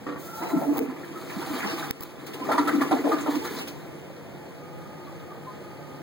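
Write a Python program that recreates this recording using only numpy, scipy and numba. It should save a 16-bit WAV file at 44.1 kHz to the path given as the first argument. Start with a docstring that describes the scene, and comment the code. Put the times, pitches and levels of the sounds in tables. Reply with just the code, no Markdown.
"""A toilet flush: water glugs out of the tank, then churns and splashes round the porcelain bowl as clouds
of ringing bubbles, and the siphon gulps air in a run of slaps and booms. The lever clacks first and the
fill valve whistles and hisses; at the end the tank refills steadily, with a few plinks.
A hand-held phone hears it from a metre away in a small bathroom.
Table levels are relative: each layer adds its own gain."""
import sys
import numpy as np
from scipy import signal
from scipy.fft import rfft, irfft, next_fast_len
from scipy.io import wavfile
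from numba import njit

SR = 44100
rng = np.random.default_rng(int(sys.argv[2]) if len(sys.argv) > 2 else 0)


def wav_out(sig):
    """Save sig, one row per channel (or a flat mono array), as 16-bit PCM at SR to the path in sys.argv[1]."""
    wavfile.write(sys.argv[1], SR, np.round(np.clip(np.atleast_2d(sig).T, -1, 1) * 32767).astype(np.int16))


N = 265482
TIME = np.arange(N) / SR
FFT_SIZE = next_fast_len(N + SR // 2)
FREQ = np.fft.rfftfreq(FFT_SIZE, 1 / SR)


# Surges: the outlet opens, the tank empties, the rim washes the bowl, the siphon pulls, the last drains.
# full_from_s, full_until_s, rise_db_per_s, fall_db_per_s, gurgle_db, churn_db, spray_db
SURGES = [(0.418, 0.517, 520, 72, -36.5, -36.5, -53), (0.71, 0.82, 92, 42, -35.5, -37, -75),
          (1.673, 1.705, 24.5, 33, -37, -30.5, -40), (2.49, 3.19, 36, 28.5, -35, -33, -46),
          (3.454, 3.594, 30, 72, -42, -41, -45)]

def flush():
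    """All the water: surges build, hold and ebb under the glugs and splashes, and the tank refills."""
    power = 0
    for full_from, full_until, rise, fall, *levels_db in SURGES:
        shape_db = -rise * np.maximum(full_from - TIME, 0) - fall * np.maximum(TIME - full_until, 0)
        power = power + undb(np.array(levels_db)[:, None] + shape_db) ** 2
    gurgle_gain, churn_gain, spray_gain = np.sqrt(power)
    slosh = undb(2.5 * drift(rate_hz=21))
    rush = gurgle() * gurgle_gain + churn() * churn_gain * slosh + spray(spray_gain * slosh)
    return rush + glugs() + gulps() + splashes() + plinks() + fill_valve(slosh) + ringing_bands() + refill()


# Low body of the rush: freq_hz, gain_db
GURGLE_EQ = [(70, -86), (140, -30.5), (200, -7.5), (290, 3.5), (390, 0.5), (480, -1.5), (700, -72)]

def gurgle():
    """Large bubbles ring low in the rushing water."""
    cloud = bubbles(per_s=220, low_hz=130.9, high_hz=641, cycles=20.6, spread_db=0.5)
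    return shaped(cloud + undb(-1) * noise(), eq(GURGLE_EQ)) * undb(1.5)


# Midrange of the rush: freq_hz, gain_db
CHURN_EQ = [(300, -43), (520, -10), (800, 5), (1350, 2.5), (1600, -3.5), (2100, 3.5), (2800, -3),
            (5000, -66)]

def churn():
    """Smaller bubbles tumble in the bowl and take on its resonances."""
    cloud = bubbles(per_s=800, low_hz=414, high_hz=3324, cycles=24.4, spread_db=1)
    return shaped(cloud + undb(1.5) * noise(), eq(CHURN_EQ) * bowl()) * undb(-5)


# Hollow tone of the bowl: centre_hz, width_hz, gain_db
BOWL_MODES = [(652, 12, 17.5), (775, 100, 6.5), (1011, 35, 8.5), (1168, 72, 8), (1323, 34, 6.5),
              (1690, 38, 6), (1946, 24, 3.5), (2103, 53, -12)]

def bowl():
    """Frequency response of the porcelain hollow."""
    return 1 + sum((undb(db) - 1) * resonance(hz, width) for hz, width, db in BOWL_MODES)


# Tone of a slap's foam: freq_hz, gain_db
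FOAM_EQ = [(200, -55), (500, -12), (750, -4.5), (1350, 6.5), (1600, -1.5), (2000, 1), (2800, -27),
           (5000, -50)]
# Gulps of air: start_s, slap_db, cavity_hz, big_bubbles_db, boom_db, boom_lag_s
GULPS = [(0.61, -39, 653, -38, -26, -0.016), (0.756, -30, 780, -34, -24.5, 0.012),
         (2.488, -14.5, 993, -20.5, -28, 0.0067), (2.514, -11, 1342, -32, -22.5, -0.01),
         (2.578, -5.5, 987, -28, -15.5, 0), (2.675, -11, 1307, -30.5, -19.5, -0.022),
         (2.81, -15, 1160, -30, -19, -0.013), (2.91, -9.5, 760, -26, -14.5, 0.0016),
         (3.04, -24, 655, -26.5, -16, -.004), (3.115, -14, 1226, -31.5, -19, -0.0042),
         (3.261, -21.5, 990, -28, -20, 0.01), (3.339, -22.5, 985, -40, -22, -0.0091)]

def gulps():
    """Water slaps shut on air: foam bursts round a ringing cavity, big bubbles churn, the trap booms."""
    cavity_s, big_bubble_hz, big_bubble_s, trap_hz, boom_s = 0.028, 485, 0.035, 287, 0.055
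    foam = bubbles(per_s=1500, low_hz=396, high_hz=3220, cycles=20, spread_db=1) + undb(-18) * noise()
    splash = shaped(foam, eq(FOAM_EQ) * bowl()) + undb(-11) * droplets()
    slaps, cavities, knots, booms = 0, [], [], []
    for start, slap_db, cavity_hz, big_bubbles_db, boom_db, boom_lag in GULPS:
        rise_s = 0.0072 * 2 ** (-slap_db / 38)  # softer slaps swell more slowly
        slaps = slaps + undb(slap_db - 15) * swell(start, rise_s)
        cavities.append((start, slap_db, cavity_hz, cavity_s))
        knots.append((start, big_bubbles_db, big_bubble_hz, big_bubble_s))
        booms.append((start + boom_lag, boom_db, trap_hz, boom_s))
    return (slaps * splash
            + air_pockets(cavities, climb=0.026, rough=0.022, gain_db=-8)
            + clusters(knots, cycles=13.7, spread_oct=1.036)
            + air_pockets(booms, climb=-0.049, rough=0.061, gain_db=-1.5))


# Deep, round glugs: start_s, level_db, pitch_hz, length_s
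GLUGS = [(.527, -14, 297, 0.035), (.548, -21.5, 188, 0.046), (.559, -16.5, 282, 0.038),
         (.6, -21.5, 257, 0.038), (.66, -16, 286, 0.092), (.787, -18.5, 448, 0.062),
         (.786, -16.5, 289.5, 0.081), (.872, -24.5, 263, 0.06), (1.361, -23, 213, 0.02),
         (1.378, -25, 313, 0.031), (1.495, -23.5, 298, 0.043), (1.525, -25.5, 255, 0.045),
         (1.633, -28, 191, 0.057), (2.46, -27, 370, 0.055), (2.54, -20, 305, 0.015),
         (2.724, -13.5, 303, 0.056), (2.765, -16.5, 279, 0.049), (2.99, -24, 284, 0.024),
         (3.08, -18.5, 439, 0.05), (3.356, -19, 266.4, .035)]

def glugs():
    """Big air pockets ring in the tank outlet and the trap."""
    return air_pockets(GLUGS, climb=0.022, rough=0.06, gain_db=-2)


# Splash accents: start_s, level_db, pitch_hz, length_s
SPLASHES = [(.416, -34.5, 817, 0.058), (.42, -39, 1320, 0.022), (.61, -29, 633, 0.025),
            (1.032, -41.5, 1830, .014), (1.298, -41.5, 2050, .02), (1.405, -42, 1310, 0.027),
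            (1.555, -46, 3850, .035), (1.603, -35.5, 2000, 0.025), (1.629, -32, 1690, 0.019),
            (1.642, -34, 1010, .04), (1.684, -36.5, 1410, .04), (1.686, -44.5, 4280, 0.065),
            (1.823, -36, 1400, .025), (2.54, -27.5, 866, .025), (2.686, -28.5, 1700, .016),
            (2.808, -32.5, 1900, 0.017), (2.945, -31.5, 740, 0.034), (3.065, -27, 692, 0.055),
            (3.16, -38, 1260, 0.043), (3.183, -45.5, 3750, 0.022), (3.207, -44.5, 7000, .025),
            (3.292, -36, 885, .03), (3.263, -30.5, 994, 0.019), (3.447, -39, 1140, 0.022),
            (3.472, -39.5, 1750, .022), (3.565, -43.5, 4370, 0.033)]

def splashes():
    """Each splash sheds a cluster of bubbles of about one size."""
    return clusters(SPLASHES, cycles=21, spread_oct=0.28)


# Spurts from the rim holes: start_s, level_db
SPURTS = [(2.264, -39.5), (2.335, -39.5), (2.518, -40), (2.674, -35), (2.813, -36.5), (3.35, -39),
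          (3.674, -39)]

def spray(surge_gain):
    """Droplets and a fine hissing mist ride the surges and the spurts."""
    spurts = sum(undb(db) * swell(start, rise_s=0.0081) for start, db in SPURTS)
    return (undb(0.95) * droplets() + undb(-1) * hiss()) * np.hypot(surge_gain, spurts)


# Sparkle of the droplets: freq_hz, gain_db
DROPLET_EQ = [(1000, 4.5), (1800, 4.5), (4200, 1), (6500, -6), (10000, -8), (15000, -11)]

def droplets():
    """A dense fizz of tiny bubbles, with sparse ones that ring longer."""
    fizz = bubbles(per_s=1600, low_hz=1410, high_hz=13300, cycles=11.4, spread_db=1.5) + undb(3) * noise()
    pings = bubbles(per_s=220, low_hz=2500, high_hz=11000, cycles=70, spread_db=3.5)
    return shaped(fizz + undb(-1.5) * pings, eq(DROPLET_EQ))


# Ring of the lever and tank: pitch_hz, level_db, t60_s
TANK_MODES = [(297, 3, 0.18), (386, 1, 0.1), (484.7, -5.5, 0.32), (1150, 0.5, 0.14), (1210, -7, 0.058),
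              (1853, -8, 0.099)]
# The lever hits its stop and rattles: start_s, level_db
LEVER_KNOCKS = [(.065, -23.5), (.088, -25.5), (.123, -29), (.159, -29)]

def lever():
    """Each knock of the lever rings the tank, with a short scrape of the linkage."""
    out, scrape = 0, shaped(noise(), resonance(1050, 1240) ** 2)
    for start, knock_db in LEVER_KNOCKS:
        age = np.maximum(TIME - start, 0)
        modes = sum(undb(db) * decay(age, t60) * np.sin(2 * np.pi * hz * age) for hz, db, t60 in TANK_MODES)
        attack = np.tanh(age / 0.00064)
        linkage = undb(-7.5) * swell(start, rise_s=0.0096) * scrape
        out = out + undb(knock_db - 8) * (modes * attack + linkage)
    return out


# Light plinks: start_s, level_db, pitch_hz
PLINKS = [(1.15, -31.5, 1300), (1.411, -30.5, 935), (2.408, -26.5, 1005), (3.412, -30, 880),
          (5.064, -38, 1142), (5.303, -37, 1170), (5.463, -32, 1028)]

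def plinks(length_s=0.044):
    """Single small bubbles ring at a nearly steady pitch."""
    return air_pockets([(*plink, length_s) for plink in PLINKS], climb=0.005, rough=0.013, gain_db=-3.5)


# Dark bed of the filling tank: freq_hz, gain_db
REFILL_EQ = [(40, -46), (75, -8.5), (110, -6), (145, 7), (195, -4.5), (290, -3), (480, -5.5), (800, -11.5),
             (1450, -16.5), (2200, -17.5), (4000, -32.5), (8000, -38.5), (15000, -46)]

def refill():
    """Water runs into the closed tank throughout, with a low bubbling and a faint fizz."""
    trickle = bubbles(per_s=170, low_hz=330.6, high_hz=901, cycles=27.5, spread_db=1) + undb(15) * noise()
    bubbling = shaped(trickle, eq(REFILL_EQ)) * undb(-41.5 + 0.16 * drift(rate_hz=13))
    fizz = droplets() * undb(-58.5 + drift(rate_hz=6.1))
    return bubbling + fizz


# Narrow ringing bands: start_s, end_s, pitch_hz, nominal_width_hz, level_db
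RINGING_BANDS = [(0.38, 0.863, 654, 48, -39.5), (0.28, 0.85, 865, 33, -43.5), (0.22, 0.676, 1340, 45, -43),
                 (0.34, 0.58, 3970, 82, -54), (4.3, 6.3, 838, 15, -58), (4.55, 6.3, 1240, 22, -55),
                 (4, 6.3, 4400, 30, -74.5)]

def ringing_bands():
    """Narrow bands of noise: the hollow gurgle of the first rushing water, and the valve's whistles."""
    out = 0
    for start, end, hz, width, db in RINGING_BANDS:
        flow = np.sqrt(gate(start, end, ramp_s=0.12))
        out = out + undb(db) * flow * shaped(noise(), resonance(hz, 1.7 * width) ** 2)
    return out


def fill_valve(slosh):
    """The valve hisses hard as it opens, then faintly."""
    opening = undb(-46) * gate(0.17, 0.868, ramp_s=0.034) * slosh
    return hiss() * (opening + undb(-59.5))


# Airy top of the mist and the valve: freq_hz, gain_db
HISS_EQ = [(3000, -5.5), (6500, -2), (12500, -6), (14000, 1.5), (15500, 3.5)]

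def hiss():
    """Bright noise of finely sprayed water."""
    return shaped(noise(), eq(HISS_EQ))


# Sharp, dry ticks: start_s, level_db, rise_s
TICKS = [(0.7705, -23, 0.0025), (0.7802, -17, 0.0014), (0.7909, -10, 0.0003), (1.9093, -6, 0.00032),
         (2.007, -17.5, 0.0013), (2.022, -22.5, 0.0062), (2.034, -17, 0.00097)]

def port_ticks():
    """Tiny bursts of crackle right at one microphone port."""
    crackle = shaped(noise(), eq([(100, 10), (1500, -1), (9000, -8.5), (13000, -3.5), (15000, 7)]))
    return crackle * sum(undb(db - 3) * swell(start, rise) for start, db, rise in TICKS)


def bathroom(x):
    """Near walls scatter the highs within milliseconds; a short tail follows."""
    scatter = rfft(noise() * decay(TIME, t60_s=0.00973), FFT_SIZE)
    early = np.exp(1j * np.angle(scatter))  # smears time, leaves the tone flat
    tail = noise() * decay(TIME, t60_s=0.27) * (TIME > 0.006)
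    return filtered(x, early + undb(-7) * rfft(unit(tail), FFT_SIZE) / np.sqrt(N))


def air_pockets(events, climb, rough, gain_db):
    """Trapped air swells, rings and is pinched off; its pitch glides and wobbles as its shape changes."""
    out, wobble = np.zeros(N), rough * drift(rate_hz=72)
    for start, db, hz, length in events:
        span = slice(int(start * SR), int((start + length) * SR))
        age = np.linspace(0, 1, len(out[span]))
        bend = 1 + climb * (2 * age - 1) + wobble[span]
        envelope = np.sin(np.pi * age ** 0.7) ** 2
        out[span] += undb(db + gain_db) * envelope * np.sin(2 * np.pi * hz * np.cumsum(bend) / SR)
    return out


def clusters(events, cycles, spread_oct, count=36):
    """Each event sheds a handful of bubbles round one pitch, thickest at its start."""
    out, low_cut_hz = 0, 158  # bubbles radiate little below this
    for start, db, centre_hz, length in events:
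        when, pitch, size = rng.random((3, count))
        starts = start + length * ((np.arange(count) + when) / count) ** 1.3
        hz = centre_hz * 2 ** (spread_oct * (2 * pitch - 1))
        gains = undb(db) * (0.5 + size) * np.sqrt(20 * hz * length / (count * cycles))
        out = out + ring((starts * SR).astype(np.int64), hz, np.full(count, float(cycles)), gains, 0.18)
    return filtered(out, (1j * FREQ / (1j * FREQ + low_cut_hz)) ** 4)


def bubbles(per_s, low_hz, high_hz, cycles, spread_db):
    """A steady cloud of bubbles of all sizes, a few louder than the rest; rms 1."""
    when, pitch, life, loud = rng.random((int(per_s * N / SR), 4)).T
    hz = low_hz * (high_hz / low_hz) ** pitch
    gains = hz * undb(-spread_db * np.log(0.02 + loud))
    return unit(ring((when * N).astype(np.int64), hz, cycles * (0.5 + life), gains, 0.16))


@njit
def ring(starts, hz, cycles, gains, glide):
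    """Sum of damped sines whose pitch climbs as each bubble nears the surface."""
    out = np.zeros(N)
    for k in range(len(starts)):
        length = int(cycles[k] * SR / hz[k])
        for i in range(min(length, N - starts[k])):
            age = i / length
            phase = 2 * np.pi * hz[k] * i / SR * (1 + glide * age / 2)
            out[starts[k] + i] += gains[k] * np.exp(-5 * age) * np.sin(phase)
    return out


def undb(db):
    """Decibels to gain."""
    return 10 ** (np.asarray(db) / 20)


def unit(x):
    """Scale to rms 1."""
    return x / np.sqrt(np.mean(x ** 2))


def filtered(x, response):
    """Apply a frequency response."""
    return irfft(rfft(x, FFT_SIZE) * response, FFT_SIZE)[..., :N]


def shaped(x, response):
    """Filter, then scale to rms 1."""
    return unit(filtered(x, response))


def eq(points):
    """Response through (freq_hz, gain_db) points."""
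    hz, db = np.transpose(points)
    return undb(np.interp(np.log(FREQ + 1), np.log(hz), db))


def resonance(hz, width_hz):
    """Response of one damped mode, gain 1 at its centre."""
    return 1j * FREQ * width_hz / (hz ** 2 - FREQ ** 2 + 1j * FREQ * width_hz)


def noise():
    """White noise of rms 1."""
    return rng.standard_normal(N)


def drift(rate_hz):
    """Smooth random motion of rms 1."""
    return shaped(noise(), np.exp(-(FREQ / rate_hz) ** 2))


def swell(start, rise_s):
    """Envelope that climbs quickly to 1 round its start, then dies away."""
    age = np.clip((TIME - start) / rise_s + 0.3, 0, 40)
    return age * np.exp(1 - age)


def decay(age, t60_s):
    """Envelope that falls 60 dB in t60_s."""
    return undb(-60 * np.minimum(age / t60_s, 2))


def gate(start, end, ramp_s):
    """Envelope that ramps up, holds at 1 and ramps down."""
    return np.clip(np.minimum(TIME - start, end - TIME) / ramp_s, 0, 1)


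# Sound that the two ports do not share: freq_hz, unshared_db
PORT_UNLIKENESS = [(60, -18.5), (150, -28), (290, -25.5), (500, -12.5), (800, -3), (1300, -2)]

def port_likeness():
    """The two microphone ports share most of the bass and little of the treble."""
    return 1 - np.minimum(eq(PORT_UNLIKENESS), 1)


# The level dips briefly after the sharpest ticks: start_s, depth_db, recovery_s
LEVEL_DIPS = [(0.795, -4, 0.15), (1.912, -8.5, 0.3)]

def scene():
    """Sound at the phone's two ports; the water is spread out, so mid and side hold different bubbles."""
    clack, likeness = lever(), port_likeness()
    mid = filtered(bathroom(clack + flush()), np.sqrt((1 + likeness) / 2))
    side = filtered(bathroom(clack + flush()), np.sqrt((1 - likeness) / 2))
    dip_db = sum(depth * np.exp(-np.maximum(TIME - start, 0) / recovery) * (TIME > start)
                 for start, depth, recovery in LEVEL_DIPS)
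    return np.array([mid + side + port_ticks(), mid - side]) * undb(dip_db)


# Shading by the phone's body: freq_hz, left_minus_right_db
PORT_TILT = [(60, -2), (280, 1), (650, -1.5), (1000, 2.5), (2000, 0.8)]

def record(dry):
    """The phone widens its stereo: each port minus the other one delayed, levelled; then the top is cut."""
    lag_s, top_hz = 16 / SR, 15800
    tilt = eq(PORT_TILT)
    ports = np.array([filtered(dry[0], tilt), dry[1]])
    delay = np.exp(-2j * np.pi * FREQ * lag_s)
    levelling = 1 / np.sqrt(1.0012 + tilt ** 2 - 2 * tilt * port_likeness() * delay.real)
    wide = filtered(ports, levelling) - filtered(ports[::-1], delay * levelling)
    return signal.sosfilt(signal.ellip(8, 0.2, 70, top_hz, fs=SR, output="sos"), wide)


dry = scene()
out = record(dry)
wav_out(out)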